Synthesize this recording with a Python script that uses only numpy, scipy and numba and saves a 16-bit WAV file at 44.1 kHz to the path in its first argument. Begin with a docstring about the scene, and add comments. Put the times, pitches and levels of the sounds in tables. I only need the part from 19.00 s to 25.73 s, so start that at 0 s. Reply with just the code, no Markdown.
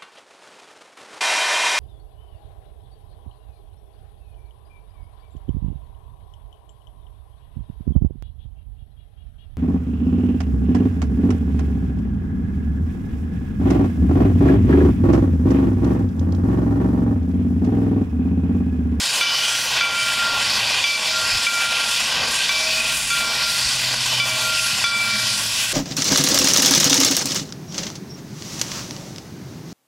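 """A station, from across a lawn, on one camera microphone: a steam locomotive creeps past.
Steam blasts from a low vent, coloured by its bounce off the ground, and the swinging warning bell
clangs through the hiss, with a faint echo off buildings and trees. Underneath, the fire's draught
drones in the flue and the heavy train rumbles. The camera's gain control ducks the hiss for a
moment under the loud clangs."""
import sys
import numpy as np
from scipy import signal
from scipy.fft import rfft, irfft, next_fast_len
from scipy.io import wavfile
from scipy.ndimage import uniform_filter1d
from numba import njit

SR = 44100
rng = np.random.default_rng(int(sys.argv[2]) if len(sys.argv) > 2 else 0)


def materialize(psi):
    """Save the field psi as 16-bit PCM at rate SR to the path in sys.argv[1].

    A 1-D psi becomes a single channel; in a 2-D psi each row is a channel.
    """
    bounded = np.clip(np.atleast_2d(psi).T, -1, 1)
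    quanta = np.round(bounded * 32767).astype(np.int16)
    wavfile.write(sys.argv[1], SR, quanta)


N = 296783
TIME = np.arange(N) / SR
FREQ = np.maximum(np.arange(N // 2 + 1) * SR / N, 1)
TOP_HZ = 15700  # upper edge of the camera's sound


def steam():
    """Big eddies roar, the mouth rushes, small eddies hiss, droplets fizz; one churn shakes them all."""
    # the air tips the jet between bright (-) and dull (+): t/s, tilt/dB
    tilt = [(0.0, -4), (0.32, 4.5), (0.56, -3.5), (0.88, 6), (1.04, -0.5), (1.36, 8.5), (1.44, 3),
            (2.24, 2), (2.56, -2), (2.72, 4.5), (2.96, -1.5), (3.2, 9.0), (3.36, 2.5), (3.68, 0.5),
            (4.08, -5), (4.32, 7), (4.56, -1), (5.12, 2), (5.52, -1), (5.6, -3), (6.0, 3.5), (6.73, -4)]
    # slow course of two middle bands: t/s, mouth level/dB, hiss level/dB
    middle_bands = [(0.0, -27.5, -24.5), (0.4, -26.5, -21), (0.64, -28, -26), (0.8, -21.5, -25),
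                    (0.88, -23.5, -25.5), (1.28, -26.0, -24.0), (1.84, -21, -23), (2.16, -27, -24.0),
                    (2.72, -22, -24.5), (3.76, -25.5, -23), (4.0, -26.5, -29), (4.4, -27.5, -22.5),
                    (5.84, -25, -24), (6.0, -29.0, -26.5), (6.16, -27.0, -21), (6.73, -27, -26.0)]
    # colour of the steam: f/Hz, level/dB
    spectrum = [(250, -15.5), (380, -18.5), (500, -10.5), (800, -7.5), (1050, -4), (1550, -4.5), (2000, -4),
                (2450, 1), (3200, -1), (4100, -1.5), (4700, 1), (6400, -7), (9700, -13), (15500, -28.5)]
    # direct sound and reflections add or cancel at the microphone: f/Hz, width/Hz, gain/dB
    ripples = [(1288, 93, -10), (1570, 57, 0), (1741, 68, -10.5), (2206, 120, -8), (2870, 88, -3.5),
               (2920, 43, 3.5), (4580, 94, 6.5), (4630, 66, -8), (5100, 150, 2), (5440, 80, -2.5),
               (5540, 49, 5), (5600, 160, 0.5), (7990, 110, -4), (8100, 130, 8.5), (8140, 155, -7),
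               (8770, 180, -3.5), (9250, 170, 1), (10700, 250, -1.5)]
    tilt_db, = curves(tilt)
    mouth_db, hiss_db = curves(middle_bands)
    fade_db = -.45 * (TIME - TIME.mean())  # the jet's low end fades as the engine rolls on
    tone = colour(spectrum) * undb(sum(db * bump(hz, width) for hz, width, db in ripples))
    churn = walk(54)

    def eddies(low_hz, high_hz, flutter_db, churn_db):
        band = noise(tone * between(low_hz, high_hz))
        return band * undb(flutter_db * walk(7.2) + churn_db * churn)

    roar = eddies(233, 1390, flutter_db=1.33, churn_db=1.35) * undb(-35.5 + .64 * tilt_db + fade_db)
    body = eddies(1360, 2140, flutter_db=1.35, churn_db=1.5) * undb(-32 + .15 * tilt_db + fade_db)
    mouth = eddies(2090, 3520, flutter_db=1.46, churn_db=.5) * undb(mouth_db - .63)
    hiss = eddies(3360, 6550, flutter_db=.88, churn_db=.36) * undb(hiss_db - 1.3)
    spray = eddies(6700, 11350, flutter_db=1.02, churn_db=1) * undb(-29 - .68 * tilt_db)
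    mist = eddies(11200, 19000, flutter_db=2.6, churn_db=1) * undb(-41 - .58 * tilt_db)
    return roar + body + mouth + hiss + spray + mist


def breeze(x, swirl_db, patch_hz, patch_s, size=512):
    """Air moving over the lawn makes patches of the hiss swell and fade, most in the treble."""
    hz, s, spectrum = signal.stft(x, SR, nperseg=size)
    patches = rng.standard_normal(spectrum.shape)
    for _ in range(2):
        patches = uniform_filter1d(patches, int(patch_hz / hz[1]) + 1, axis=0, mode="wrap")
        patches = uniform_filter1d(patches, int(patch_s / s[1]) + 1, axis=1, mode="wrap")
    depth_db = swirl_db * np.sqrt(hz / TOP_HZ)[:, None]
    gain = undb(depth_db * patches / patches.std())
    return signal.istft(spectrum * gain, SR, nperseg=size)[1][:N]


def whistles():
    """Narrow resonances of the jet flare up and sink back into the hiss."""
    # each flare: t/s, level/dB, f/Hz, width/Hz, length/s
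    flares = [(.35, -23, 2980, 170, 0.18), (0.497, -25, 3250, 230, 0.12), (0.562, -31, 5930, 400, 0.2),
              (.97, -29.5, 3070, 140, 0.28), (1.74, -29, 2480, 90, 0.083), (2.336, -26, 5100, 350, 0.083),
              (3.348, -31, 1575, 35, 0.19), (3.77, -26, 2500, 150, 0.16), (3.99, -35.5, 9500, 2800, .08),
              (4.5, -31.5, 4830, 400, 0.22), (5.172, -25, 3020, 110, 0.092),
              (5.653, -30, 10600, 1000, .047)]
    return sum(undb(db) * swell(s, length) * noise(bump(hz, width))
               for s, db, hz, width, length in flares)


def spits(hz, width_hz, length_s):
    """Slugs of water make the vent's mouth sputter."""
    # water through the vent: t/s, level/dB
    slugs = [(5.553, -32), (5.574, -24), (5.592, -15.5), (5.646, -26), (5.71, -29), (5.74, -28),
             (5.797, -23)]
    return sum(undb(db) * swell(s, length_s) for s, db in slugs) * noise(bump(hz, width_hz))


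def bell(doppler, swing_s, shimmer_db, clank_db, clank_s, bite_db, bite_s, twin_gain, beat_hz):
    """Each blow restarts the ring; the swing bends the pitch and sweeps lobes past the microphone."""
    # clapper blows, two to a swing: t/s, low lobe level/dB, all-round level/dB,
    # then for the middle and the high lobe in turn: level/dB, time to null/s, step past the null/dB
    blows = [(.211, 0, 0, -0.5, 0.17, 1, 4, 0.114, -8), (.809, 4.5, 1.5, 5, 0.35, 10.5, 2.5, 0.15, 5),
             (1.841, 6, 3.5, -7.5, 0.25, 16.5, 6.5, 0.16, -14),
             (2.467, 2, -10, 3.5, 0.58, -8, 7, 0.057, -3),
             (3.492, 10, -0.5, -10, 0.23, 8.5, 1.5, 0.19, -2.5),
             (4.103, 2.5, -3.5, 0.5, 0.25, 6, -2, 0.052, 1.5),
             (5.199, 7.5, -0.5, -4.5, 0.2, 11.5, 3, 0.07, -1), (5.841, 3.5, 2, 4, .43, -2, 3, .058, 5)]
    # partials: f/Hz, base level/dB, t60/s, lobe (0 low, 1 middle, 2 high, 3 all round)
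    partials = [(636, -38, 5, 0), (1127, -35, 2.6, 3), (1392, -24.5, 3, 1), (1590, -40, 1.5, 1),
                (1942, -41, 2, 1), (2333, -20.5, 1.3, 2), (3454, -24, 1, 3), (4700, -28.5, .8, 3),
                (6065, -32, .55, 3)]
    # low, middle and high lobe: null to null/s, softness of the null (0-1)
    shapes = [(.56, .9), (.62, .28), (.36, .25)]
    blows = np.array(blows)
    latest = np.maximum(np.searchsorted(blows[:, 0], TIME, side="right") - 1, 0)
    (struck_s, low_db, all_round_db, middle_db, middle_null_s, middle_step_db,
     high_db, high_null_s, high_step_db) = blows[latest].T
    age = np.abs(TIME - struck_s)
    facing = np.exp(-(age / .56) ** 4)  # the mouth turns away after about .56 s
    lobes = [undb(low_db) * sweep(age, 0, 0, *shapes[0]),
             facing * undb(middle_db) * sweep(age, middle_null_s, middle_step_db, *shapes[1]),
             facing * undb(high_db) * sweep(age, high_null_s, high_step_db, *shapes[2]),
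             undb(all_round_db)]
    swung_time = TIME + doppler * swing_s / (2 * np.pi) * np.sin(2 * np.pi * TIME / swing_s)
    bite = undb(bite_db * np.exp(-age / bite_s))  # hardest just after the blow
    ring = 0
    for hz, db, t60, lobe in partials:
        phase = 2 * np.pi * hz * swung_time + rng.uniform(0, 2 * np.pi, len(blows))[latest]
        wave = np.sin(phase)
        if hz > 3000:  # high modes beat against a close twin
            beat = 2 * np.pi * beat_hz * rng.uniform(.6, 1.2, len(blows))[latest] * age
            wave = wave + twin_gain * np.sin(phase + beat)
        fade = np.exp(-np.log(1000) * age / t60)
        ring = ring + undb(db + shimmer_db * walk(25)) * lobes[lobe] * fade * wave
    # iron meets bronze with a short clank
    clank = noise(bump(3860, 2600)) * np.exp(-age / clank_s) * undb(clank_db + all_round_db)
    return (TIME >= struck_s) * (bite * ring + clank)


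def sweep(age, null_s, step_db, gap_s, softness, null_floor=.15):
    """Gain of a turning bell: a broad lobe, a brief null, then the next lobe, changed by step_db."""
    angle = np.pi * (age - null_s) / gap_s
    side = np.tanh(np.sin(angle) / softness)
    past_null = (1 + np.tanh(angle / softness)) / 2
    return np.hypot(side, null_floor) * undb(step_db * past_null)


def echo(x, t60, wet_db, delay_s):
    """Buildings and trees scatter a late, fading echo behind the direct sound."""
    t = TIME[:SR]
    onset = np.clip(t / delay_s - 1, 0, 1)
    tail = rng.standard_normal(SR) * np.exp(-np.log(1000) * t / t60) * onset
    return x + undb(wet_db) * signal.fftconvolve(x, tail / np.linalg.norm(tail))[:N]


def flue(upper_offset_hz, upper_width_hz, waver_db, drone_gain_db, upper_gain_db):
    """The draught sings one clear low note and stirs a broader resonance above it."""
    # the note sinks after each rise of the draught: t/s, f/Hz, drone level/dB, upper level/dB
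    draught = [(0, 131, -59, -70), (.7, 128.5, -49, -64), (1.3, 124, -54, -47), (1.78, 111, -47.5, -56),
               (1.95, 106, -64, -62), (3.05, 128, -55, -55), (3.4, 150, -53.5, -54), (4.6, 128, -48, -55),
               (5.2, 124.7, -40, -56.5), (5.65, 123, -47.5, -59), (6.15, 119.5, -43.5, -42.5),
               (6.73, 111, -47.5, -58)]
    hz, drone_db, upper_db = curves(draught)
    phase = 2 * np.pi * np.cumsum(hz) / SR
    drone = np.sqrt(2) * np.sin(phase) * undb(drone_db + drone_gain_db + waver_db * walk(27))
    upper_phase = phase + 2 * np.pi * upper_offset_hz * TIME
    upper = walk(upper_width_hz) * np.sin(upper_phase) + walk(upper_width_hz) * np.cos(upper_phase)
    return drone + upper * undb(upper_db + upper_gain_db)


def running_gear(rumble_gain_db, boom_hz, boom_db, boom_s, boom_length_s):
    """Wheels and frames rumble, with now and then a dull knock and for a while a deep boom."""
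    # course of the rumble: t/s, level/dB
    roll = [(0, -58), (1.4, -52.5), (2.7, -55.5), (3.3, -55), (6.3, -51), (6.73, -53)]
    # its colour: f/Hz, level/dB
    spectrum = [(15, -24), (30, -4.5), (52, -5.5), (100, -4), (160, -4), (260, -4), (400, -23), (800, -72)]
    # dull knocks: t/s, level/dB, f/Hz, length/s
    knocks = [(1.358, -41, 77, 0.054), (1.57, -45, 60, .025), (2.25, -41.5, 90, 0.038),
              (2.35, -31, 76, 0.028), (3.214, -37, 132, 0.045), (4.658, -39, 72, 0.041),
              (5.748, -37, 157, 0.028)]
    roll_db, = curves(roll)
    knocking = sum(undb(db) * swell(s, length) * noise(bump(hz, 63)) for s, db, hz, length in knocks)
    boom_phase = 2 * np.pi * np.cumsum(boom_hz + walk(2.2)) / SR
    boom = np.sin(boom_phase) * swell(boom_s, boom_length_s) * undb(boom_db)
    rumble = noise(colour(spectrum)) * undb(roll_db + rumble_gain_db)
    return rumble + knocking + boom


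def undb(db):
    """Decibels to gain."""
    return 10 ** (np.asarray(db) / 20)


def curves(table):
    """Each column after t/s, joined by straight lines in time."""
    s, *columns = np.transpose(table)
    return [np.interp(TIME, s, column) for column in columns]


def swell(s, length):
    """A smooth rise and fall around a moment."""
    return np.exp(-((TIME - s) / length) ** 2)


def colour(points):
    """Gain at every frequency from points of f/Hz, level/dB."""
    hz, db = np.transpose(points)
    return undb(np.interp(np.log(FREQ), np.log(hz), db))


def bump(hz, width):
    """A rounded band of frequencies."""
    return np.exp(-((FREQ - hz) / width) ** 2)


def between(low_hz, high_hz):
    """Gain of a band with steep edges."""
    above_low, above_high = (1 / np.sqrt(1 + (hz / FREQ) ** 12) for hz in (low_hz, high_hz))
    return above_low * np.sqrt(1 - above_high ** 2)


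def noise(gain):
    """Noise of rms 1, shaped by a gain at every frequency."""
    size = next_fast_len(N, True)
    hz = np.arange(size // 2 + 1) * SR / size
    y = irfft(rfft(rng.standard_normal(size)) * np.interp(hz, FREQ, gain), size)[:N]
    return y / np.std(y)


def walk(rate_hz, size=4096):
    """A smooth random wander of spread 1, with changes up to about rate_hz."""
    step_s = N / SR / size
    hz = np.arange(size // 2 + 1) / (size * step_s)
    y = irfft(rfft(rng.standard_normal(size)) * np.exp(-(hz / rate_hz) ** 2))
    return np.interp(TIME, np.arange(size) * step_s, y / np.std(y))


@njit
def follow(power, start, attack_s, release_s):
    """A level detector that rises fast and falls slowly."""
    out, held = np.empty(len(power)), start
    for i in range(len(power)):
        lag_s = attack_s if power[i] > held else release_s
        held += (power[i] - held) / (lag_s * SR)
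        out[i] = held
    return out


def scene():
    """The engine from across the lawn: one far spot, the same in both channels."""
    clangs = bell(doppler=.001, swing_s=1.3, shimmer_db=2, clank_db=-20, clank_s=.0014,
                  bite_db=2.5, bite_s=.015, twin_gain=.35, beat_hz=13)
    mix = breeze(steam(), swirl_db=1.8, patch_hz=500, patch_s=.09)
    mix += whistles() + spits(hz=2680, width_hz=300, length_s=.007)
    mix += echo(clangs, t60=.66, wet_db=-16, delay_s=.066)
    mix += flue(upper_offset_hz=94.4, upper_width_hz=9.7, waver_db=2.5,
                drone_gain_db=2, upper_gain_db=3.5)
    mix += running_gear(rumble_gain_db=7.5, boom_hz=54, boom_db=-46.5, boom_s=3.95, boom_length_s=.87)
    return np.array([mix, mix])


def record(dry):
    """Behind the microphone, the gain control ducks everything under loud clangs; the top is cut."""
    threshold, ratio = undb(-19) ** 2, 8.9
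    power = uniform_filter1d(dry[0] ** 2, size=256)
    held = follow(power, float(threshold), attack_s=.012, release_s=.1)
    gain = np.sqrt(threshold / np.maximum(held, threshold)) ** (1 - 1 / ratio)
    top_cut = signal.ellip(10, .2, 80, TOP_HZ, fs=SR, output="sos")
    return signal.sosfilt(top_cut, dry * gain)


dry = scene()
out = record(dry)
materialize(out)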